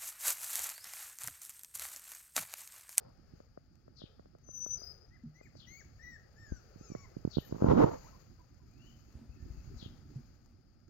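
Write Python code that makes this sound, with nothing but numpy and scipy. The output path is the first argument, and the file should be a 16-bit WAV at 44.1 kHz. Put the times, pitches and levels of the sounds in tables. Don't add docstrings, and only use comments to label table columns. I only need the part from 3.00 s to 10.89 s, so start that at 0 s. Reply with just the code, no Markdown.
import sys
import numpy as np
from scipy import signal
from scipy.fft import rfft, irfft, next_fast_len
from scipy.io import wavfile
from scipy.ndimage import uniform_filter1d

SR = 44100
rng = np.random.default_rng(int(sys.argv[2]) if len(sys.argv) > 2 else 0)


def inscribe(sig):
    pcm = np.round(np.clip(np.atleast_2d(sig).T, -1, 1) * 32767)
    wavfile.write(sys.argv[1], SR, pcm.astype(np.int16))


N = 348037
TIME = np.arange(N) / SR
CUTOFF_HZ = 15900

# frequency in Hz, level in dB.
AIR_COLOUR = [(15, -49), (25, -7.5), (54, -3.5), (98, -4.5), (199, -13), (233, -11.5), (284, -11.5),
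              (366, -3.5), (493, -9), (589, -13), (856, -17.5), (964, -33), (1270, -16.5), (1780, -26),
              (2800, -38.5), (3640, -68.5), (6160, -120)]
LEAF_COLOUR = [(2000, -2), (2700, -4), (3600, -14.5), (4500, 1.5), (5600, -5), (6700, 4.5), (7400, -9),
               (8200, -39), (10500, -26), (12000, -12.5), (15500, -13.5)]
HISS_COLOUR = [(3000, -17), (4000, -16.5), (4600, -3.5), (5000, -2.5), (5600, -13.5), (6500, -31.5)]
# centre in seconds,
# half-width in seconds (to 1/e), lift of the rush in dB, lift of the low buffeting in dB, lift of the rustle in dB.
SWELLS = [(0.03, 0.21, 7, 3.5, 0), (0.36, 0.13, 5, 1.5, 7.5), (1.1, 0.15, 5, 2, 1.5),
          (1.82, 0.27, 10.5, 5.5, 5.5), (2.7, 0.33, 4, 2.5, 8), (3.851, 0.85, 9, 4, 11.5),
          (4.9, 0.52, 9.5, 6.5, 20.5), (5.95, 0.28, 4, 5, 14), (6.54, 0.25, 7.5, 8.5, 14),
          (6.85, 0.16, 9.5, 8.5, 11), (7.21, .2, 6.5, 7, 11.5)]
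# Hz, gain in dB.
BREEZE_RIGHT_PORT = [(60, 0.5), (300, 6.5), (800, -7.5), (1400, -12.5), (2500, -7.5), (4700, -18.5),
                     (6700, -20.5), (8500, -2), (14000, -4)]
AIRBORNE_RIGHT_PORT = [(200, -5), (900, -6), (2000, -10), (3500, -12), (4500, -33), (6000, -36),
                       (8500, -28.5), (12000, -13), (15000, -10.5)]

# full pressure reached
# in seconds, hold in seconds, judder in dB, friction in dB.
STROKES = [(0.003, 0.093, -78, -61), (4.554, .005, -38, -50), (4.707, 0.0087, -20.5, -23.5),
           (4.793, 0.04, -18, -23), (4.858, .03, -33, -34), (4.927, 0.012, -45, -37.5)]
PRESS_DB_PER_S, LIFT_DB_PER_S = 242, 456
BRUSH_DB, BRUSH_FADE_DB_PER_S = -21, 82
SPEED_UP_S = (4.66, 4.82)
SLIPS_PER_S = (62, 370)
# Hz, level in dB.
FRICTION_COLOUR = [(30, -14), (110, 10), (330, 1), (520, 15.5), (740, -0.5), (900, 2), (1200, -8.5),
                   (1500, -14), (1950, -24.5), (2300, -39.5), (4000, -42.5), (8000, -67)]
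SKIN_COLOUR = [(100, 6.5), (1200, 3.5), (2000, -14.5), (2500, -17.5), (4000, -22.5), (6700, -28.5),
               (8200, -67), (10500, -47.5), (12000, -38.5), (15500, -39)]
# frequency in Hz, gain in dB.
CASE_LEFT_PORT = [(60, -6), (150, -14.5), (300, -8.5), (700, -0.5), (1290, 3.5), (2400, -17.5), (5000, 7),
                  (15000, -6.5)]
PORT_LAG_S = .0009

# time in seconds, strength in dB, left-over-right lean in dB (ahead of the left port's own response).
SLIPS = [(0.335, -40.5, -6.5), (1.037, -34.5, -2), (3.52, -28.5, -1.5), (3.758, -38.5, -6), (3.809, -36, 0),
         (3.9, -34.5, -3.5), (3.917, -31, -4.5), (4.166, -29, -6), (4.249, -20.5, -9), (4.274, -25, -6.5),
         (4.369, -23, -16.5), (4.382, -17.5, -1), (4.523, -22, 0.5), (4.62, -13.5, 4.5), (4.642, -11, 2),
         (4.665, -18.5, -3.5), (4.734, -16, -11), (4.84, -17, -18), (6.825, -36, -4), (6.859, -34.5, -1)]
TICKS = [(0.401, -45, -3.5), (0.573, -40, -1.5), (0.878, -48, -2.5), (1.016, -43.5, -3), (1.194, -45, -9),
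         (1.256, -50, -9), (1.349, -47.5, -3.5), (1.487, -44.5, -1.5), (1.661, -39, 0), (1.816, -46, -2),
         (2.41, -47, -2.5), (2.551, -49, 0), (3.949, -30.5, -10.5)]
BUFFETS = [(3.519, -35, 14.5), (4.686, -28, -20), (6.152, -41, -7), (6.293, -39.5, 7), (6.425, -38.5, -9),
           (6.46, -43.5, 5), (6.502, -36.5, 8), (6.575, -46.5, 21), (6.675, -41, -10), (6.762, -40, 7)]
# frequency in Hz, level in dB.
SLIP_COLOUR = [(25, -19), (70, 4.5), (140, 12.5), (320, 8), (550, 0), (800, -18), (1250, -31),
               (1550, -22.5), (2000, -62), (3500, -57), (9000, -77)]
TICK_COLOUR = [(30, -78.5), (120, 24), (300, 19.5), (600, 21), (900, -7.5), (1300, -1.5), (1800, -0.5),
               (3000, -51), (8000, -86)]
BUFFET_COLOUR = [(20, -10.5), (55, 8), (100, 3), (160, -7.5), (300, -19), (1000, -60), (4000, -86.5)]

# start in seconds, level in dB.
CHIRPS = [(0.955, -51.5), (2.552, -52.5), (4.296, -46), (6.763, -48)]
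# seconds after its start, pitch in Hz, relative level in dB.
CHIRP_COURSE = [(0, 4800, -26.5), (0.016, 4527, -9.5), (.04, 3923, -7), (0.058, 3422, -4.5),
                (.085, 3200, -7.5), (.102, 3006, -11), (0.113, 2634, -17.5)]
# multiple of the pitch, relative level in dB.
CHIRP_STRANDS = [(0.998, 0), (1.15, -4), (1.361, -7.5), (1.598, -19.5)]
# start, crest and end in seconds, start, crest and end pitch in Hz, level in dB.
SLURS = [ (5.68, 5.887, 5.94, 2255, 3060, 3020, -73), (6.04, 6.087, 6.12, 2500, 2620, 2600, -81),
         (6.26, 6.343, 6.37, 2415, 2670, 2570, -75.5), (6.358, 6.375, 6.41, 1790, 1820, 1765, -71.5),
         (6.48, 6.571, 6.62, 2460, 2630, 2560, -76.5)]
SHED_T60_S = .52

# time in seconds, pitch in Hz, level in dB.
WHISTLE = [(1.419, 6230, -79), (1.469, 6080, -52), (1.52, 6117, -41), (1.612, 5970, -34.5),
           (1.747, 6055, -35), (1.758, 5570, -62), (1.778, 5010, -44.5), (1.915, 5023, -41.5),
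           (1.945, 4770, -67)]
WHISTLE_PARTIALS_DB = [-6, -37, -31]
SQUEAK = (4.335, 2, 4.5, 13106.5, 14329, 14028, -58)
# start, crest and end
# in seconds, start, crest and end pitch in Hz, level in dB, level of the nasal overtones in dB.
WHIMPER_ARCHES = [ (2.105, 2.154, 2.175, 1836, 2073, 1795, -60, -80),
                  (2.342, 2.39, 2.412, 1893, 2066, 2280, -59, -64.5),
                  (2.418, 2.449, 2.476, 2400, 2460, 1780, -55.5, -61),
                  (2.67, 2.793, 2.82, 1961, 2312, 1740, -47, -51),
                  (2.992, 3.041, 3.172, 1780, 1997, 1808, -46.5, -60),
                  (3.361, 3.402, 3.605, 1627, 1862, 1357, -53, -59.5),
                  (3.785, 3.843, 3.965, 1161, 1360, 1065, -57, -58),
                  (3.957, 3.99, 4.06, 1074, 1142, 1090, -56.5, -59),
                  (4.424, 4.437, 4.455, 1820, 1870, 1860, -58.5, -66)]
# start, crest and end in seconds, start, crest and end pitch in Hz, level in dB.
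GRUNTS = [ (5.046, 5.092, 5.105, 812, 1323, 1350, -55.5), (5.129, 5.151, 5.175, 1120, 1040, 1130, -61),
          (5.392, 5.402, 5.425, 1000, 1018, 938, -63.5), (5.598, 5.64, 5.65, 1007, 965, 1000, -71.5)]
# frequency in Hz, gain in dB.
THROAT = [(900, -3), (1250, -12), (1500, -5), (2100, -5), (2700, -22.5), (3300, -39.5), (3950, -20),
          (4400, -19), (5600, -4.5), (6600, -5.5), (7400, -15), (8300, -57), (10000, -43.5), (15000, -24.5),
          (15600, -20)]
FLAT = [(100, 0), (16000, 0)]
GLIDE_S = .014
CRACK_S = .016
CLAWS_PER_S, CLAWS_DB = 6.4, -67

# time in seconds, strength in dB, ring in Hz, t60 in seconds.
BUMPS = [(2.235, -35.5, 231.5, 0.13), (2.254, -40, 152, 0.26), (7.158, -25.5, 129, 0.072),
         (7.17, -47, 226, 0.1)]
# frequency in Hz, width in Hz, level in dB.
PAN_MODES = [(135, 6.7, -67.5), (229, 11.7, -65.5)]
PADDLE_AT_S, PADDLE_HALF_S = 6.66, 0.97


def from_db(db):
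    return 10 ** (np.asarray(db) / 20)


def rms_one(x):
    return x / np.sqrt(np.mean(x ** 2) + 1e-20)


def in_time(rows, t=TIME):
    s, *columns = np.transpose(rows)
    return [np.interp(t, s, column) for column in columns]


def at_hz(points, hz):
    f, level = np.transpose(points)
    return np.interp(np.log(np.maximum(hz, 1)), np.log(f), level)


def colour(x, points):
    size = 8192
    hz = np.arange(size // 2 + 1) * SR / size
    cepstrum = irfft(np.log(from_db(at_hz(points, hz))))
    cepstrum[1:size // 2] *= 2
    cepstrum[size // 2 + 1:] = 0
    response = irfft(np.exp(rfft(cepstrum)))
    return signal.oaconvolve(x, response)[:len(x)]


def noise(points):
    return rms_one(colour(rng.standard_normal(N), points))


def drift(rate, t=TIME):
    knots = rng.standard_normal(16384)
    return np.interp((t - t[0]) * rate, np.arange(len(knots)), knots)


def swell(at_s, half_s):
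    return np.exp(-((TIME - at_s) / half_s) ** 2)


def breeze(buffet_db=-62, rush_db=-70.0, rustle_db=-82, hiss_db=-78, hiss_follows=0.83, lumps_db=3, shared=0.66):
    lift_db, low_db, leaves_db = sum(np.outer(db, swell(s, half_s)) for s, half_s, *db in SWELLS)
    low_pass = signal.butter(2, 250, fs=SR, output="sos")
    high_pass = signal.butter(2, 250, "high", fs=SR, output="sos")
    common = noise(AIR_COLOUR)
    ports = []
    for port in range(2):
        air = np.sqrt(shared) * common + np.sqrt(1 - shared) * noise(AIR_COLOUR)
        lumpy = signal.sosfilt(low_pass, air) * from_db(lumps_db * drift(35))
        buffet = rms_one(lumpy) * from_db(buffet_db + low_db)
        rush = rms_one(signal.sosfilt(high_pass, air)) * from_db(rush_db + lift_db)
        rustle = noise(LEAF_COLOUR) * from_db(rustle_db + leaves_db + 2 * drift(60))
        hiss = noise(HISS_COLOUR) * from_db(hiss_db + hiss_follows * lift_db)
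        ports.append(buffet + rush + rustle + hiss)
    left, right = ports
    return np.array([left, colour(right, BREEZE_RIGHT_PORT)])


def to_left_port(x):
    size = next_fast_len(N)
    hz = np.arange(size // 2 + 1) * SR / size
    lag = np.exp(-2j * np.pi * hz * PORT_LAG_S)
    return irfft(rfft(x, size) * from_db(at_hz(CASE_LEFT_PORT, hz)) * lag, size)[:N]


def pressure():
    judder, friction = np.zeros((2, N))
    for s, hold_s, judder_db, friction_db in STROKES:
        before, after = np.maximum(s - TIME, 0), np.maximum(TIME - s - hold_s, 0)
        pressed_db = -PRESS_DB_PER_S * before - LIFT_DB_PER_S * after
        brushed_db = BRUSH_DB - PRESS_DB_PER_S * before - BRUSH_FADE_DB_PER_S * after
        judder = np.maximum(judder, from_db(judder_db + pressed_db))
        friction = np.maximum(friction, from_db(friction_db + np.maximum(pressed_db, brushed_db)))
    return judder, friction


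def rub(unevenness=0.2046, slip_spread_db=2.5, grain_db=3.0, skin_db=-13, left_skin_db=4, rasp_db=-23,
        rasp_hz=1850):
    shake, friction = pressure()
    per_s = np.exp(np.interp(TIME, SPEED_UP_S, np.log(SLIPS_PER_S)))
    turns = np.floor(np.cumsum(per_s * (1 + unevenness * drift(200))) / SR)
    slips = np.diff(turns, prepend=0) * from_db(slip_spread_db * drift(300)) / np.sqrt(per_s)
    no_rumble = signal.butter(2, 60, "high", fs=SR, output="sos")
    judder = rms_one(signal.sosfilt(no_rumble, colour(slips, SLIP_COLOUR)))
    grip = friction * from_db(grain_db * drift(250))
    rasp_band = signal.butter(2, [rasp_hz / 1.32, rasp_hz * 1.05], "band", fs=SR, output="sos")
    rasp = rms_one(signal.sosfilt(rasp_band, rng.standard_normal(N)))
    speed = per_s / per_s.max()
    case = shake * judder + grip * (noise(FRICTION_COLOUR) + speed * from_db(rasp_db) * rasp)
    skin = [from_db(skin_db + port_db) * grip * noise(SKIN_COLOUR) for port_db in (left_skin_db, 0)]
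    return np.array([to_left_port(case), case]) + skin


def knocks(rows, points, left_db, rise_s, soft_s=0):
    height = np.abs(colour(signal.unit_impulse(SR), points)).max()
    strengths = np.transpose(rows)[1]
    left, right = np.zeros((2, N))
    near = np.arange(-64, 65)
    for s, peak_db, lean_db in rows:
        weakness = (strengths.max() - peak_db) / np.ptp(strengths)
        pulse = np.exp(-(near / (1 + SR * soft_s * weakness ** 2)) ** 2)
        pulse /= pulse.sum()
        at = round((s + rise_s) * SR) + near
        left[at] += pulse * from_db(peak_db + lean_db / 2 + left_db)
        right[at] += pulse * from_db(peak_db - lean_db / 2)
    return np.array([to_left_port(colour(left, points)), colour(right, points)]) / height


def handling():
    slips = knocks(SLIPS, SLIP_COLOUR, left_db=7.0, rise_s=0.0011, soft_s=0.00071)
    ticks = knocks(TICKS, TICK_COLOUR, left_db=11.0, rise_s=0.00107)
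    buffets = knocks(BUFFETS, BUFFET_COLOUR, left_db=8.5, rise_s=0.00024)
    return slips - ticks + buffets


def shed(x, wet_db, early_db=6, early_s=0.07):
    t = TIME[:SR]
    fading = from_db(-60 * t / SHED_T60_S) + from_db(early_db) * np.exp(-t / early_s)
    tails = rng.standard_normal((2, SR)) * fading * (t > .004)
    ports = []
    for tail in tails:
        echo = signal.oaconvolve(x, rms_one(tail) / np.sqrt(SR))[:N]
        ports.append(x + from_db(wet_db) * echo)
    return np.array(ports)


def span(rows, fade_s=0.0028):
    at = np.arange(int((rows[0][0] - fade_s) * SR), int((rows[-1][0] + fade_s) * SR))
    t = at / SR
    from_edge = np.minimum(t - t[0], t[-1] - t)
    return at, t, np.sin(np.pi / 2 * np.clip(from_edge / (2 * fade_s), 0, 1)) ** 2


def arch(row, attack_share, attack_db, release_db, effort_db_per_octave=0, closing_db=0, waver=0, crack=0):
    times, pitches, level_db = row[:3], row[3:6], row[6]
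    nasal_db = row[-1]
    t = np.arange(times[0], times[2], 1 / SR)
    hz = uniform_filter1d(np.interp(t, times, pitches), max(int(GLIDE_S * SR), 1), mode="nearest")
    course = np.linspace(0, 1, len(t))
    stages = [0, np.clip(attack_share, .05, .75), .8, 1]
    envelope_db = np.interp(course, stages, [attack_db, 0, 0, release_db])
    effort_db = level_db + effort_db_per_octave * np.log2(hz / pitches[1])
    left_s = t[-1] - t
    bright_db = nasal_db - effort_db + closing_db * np.clip(1 - left_s / (2 * CRACK_S), 0, 1)
    collapse = crack * np.clip(1 - left_s / CRACK_S, 0, 1)
    return np.transpose([t, hz * (1 + waver * drift(70, t) - collapse), envelope_db + effort_db, bright_db])


def calls(tables, partials_db, throat, jitter, shimmer_db, rasp=0):
    out = np.zeros(N)
    for rows in tables:
        at, t, gate = span(rows)
        hz, level_db, bright_db = in_time(rows, t)
        hz = hz * (1 + jitter * drift(223.4, t))
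        phase = 2 * np.pi * np.cumsum(hz) / SR + rasp * drift(900, t)
        for k, partial_db in enumerate(partials_db, 1):
            nasal = np.clip((k * hz - 2800) / 2000, 0, 1)
            gain_db = level_db + partial_db + at_hz(throat, k * hz) + nasal * bright_db
            gain = from_db(gain_db + shimmer_db * drift(116.7, t)) * (k * hz < CUTOFF_HZ)
            out[at] += np.sqrt(2) * gate * gain * np.sin(k * phase)
    return out


def chirps(rasp=0.074, flutter_db=5):
    out = np.zeros(N)
    for start, chirp_db in CHIRPS:
        rows = np.array(CHIRP_COURSE) + [start, 0, chirp_db]
        at, t, gate = span(rows)
        hz, level_db = in_time(rows, t)
        for multiple, strand_db in CHIRP_STRANDS:
            shaken_hz = multiple * hz * (1 + rasp * drift(1300, t))
            phase = 2 * np.pi * np.cumsum(shaken_hz) / SR
            out[at] += gate * from_db(level_db + strand_db + flutter_db * drift(250, t)) * np.sin(phase)
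    return out


def birds():
    arches = [arch(row, attack_share=0.64, attack_db=-17, release_db=-5) for row in SLURS]
    slurs = calls(arches, [0], FLAT, jitter=0.017, shimmer_db=5.5)
    return shed(chirps(), wet_db=-3.5, early_s=0.015) + shed(slurs, wet_db=1.0)


def claws(spread_db=4, tick_s=.002):
    sizes = from_db(spread_db * np.minimum(rng.standard_normal(N), 2))
    touches = (rng.random(N) < CLAWS_PER_S / SR) * sizes
    fading = signal.lfilter([1], [1, -np.exp(-1 / (tick_s * SR))], touches + 1e-18)
    return from_db(CLAWS_DB) * fading * noise(LEAF_COLOUR)


def whistles():
    squeak = arch(SQUEAK, attack_share=.6, attack_db=-13.5, release_db=-6.5)
    whistle = [(*point, 0) for point in WHISTLE]
    return calls([whistle, squeak], WHISTLE_PARTIALS_DB, FLAT, jitter=0.0029, shimmer_db=3.5, rasp=0.014)


def whimpers():
    arches = [arch(row, attack_share=0.28, attack_db=-8, release_db=1, effort_db_per_octave=13.5,
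                   closing_db=-12, waver=0.015, crack=0.097) for row in WHIMPER_ARCHES]
    return calls(arches, np.zeros(8), THROAT, jitter=.008, shimmer_db=2.5, rasp=.07)


def grunts():
    arches = [arch(row, attack_share=0.32, attack_db=-0.5, release_db=-16) for row in GRUNTS]
    return calls(arches, [-5], FLAT, jitter=0.038, shimmer_db=5.5)


def puppies():
    return shed(claws() + whimpers() + grunts(), wet_db=-6.5) + shed(whistles(), wet_db=-2.5, early_s=0.024)


def bumps(swell_s=0.0066):
    out = np.zeros(N)
    t = TIME[:SR // 2]
    for s, peak_db, hz, t60 in BUMPS:
        ring = (1 - np.exp(-t / swell_s)) * from_db(peak_db - 60 * t / t60) * np.sin(2 * np.pi * hz * t)
        at = int(s * SR)
        out[at:at + len(t)] += ring[:N - at]
    return out


def paddling(lumps_db=4):
    tread = rng.standard_normal(N) * from_db(lumps_db * drift(12))
    rings = np.zeros(N)
    for hz, width, db in PAN_MODES:
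        b, a = signal.iirpeak(hz, hz / width, fs=SR)
        rings += from_db(db) * rms_one(signal.lfilter(b, a, tread))
    return swell(PADDLE_AT_S, PADDLE_HALF_S) * rings


def scene():
    left, right = birds() + puppies()
    airborne = np.array([left, colour(right, AIRBORNE_RIGHT_PORT)])
    return breeze() + rub() + handling() + airborne + bumps() + paddling()


def record(dry):
    return signal.sosfilt(signal.ellip(10, .1, 70, CUTOFF_HZ, fs=SR, output="sos"), dry)


dry = scene()
out = record(dry)
inscribe(out)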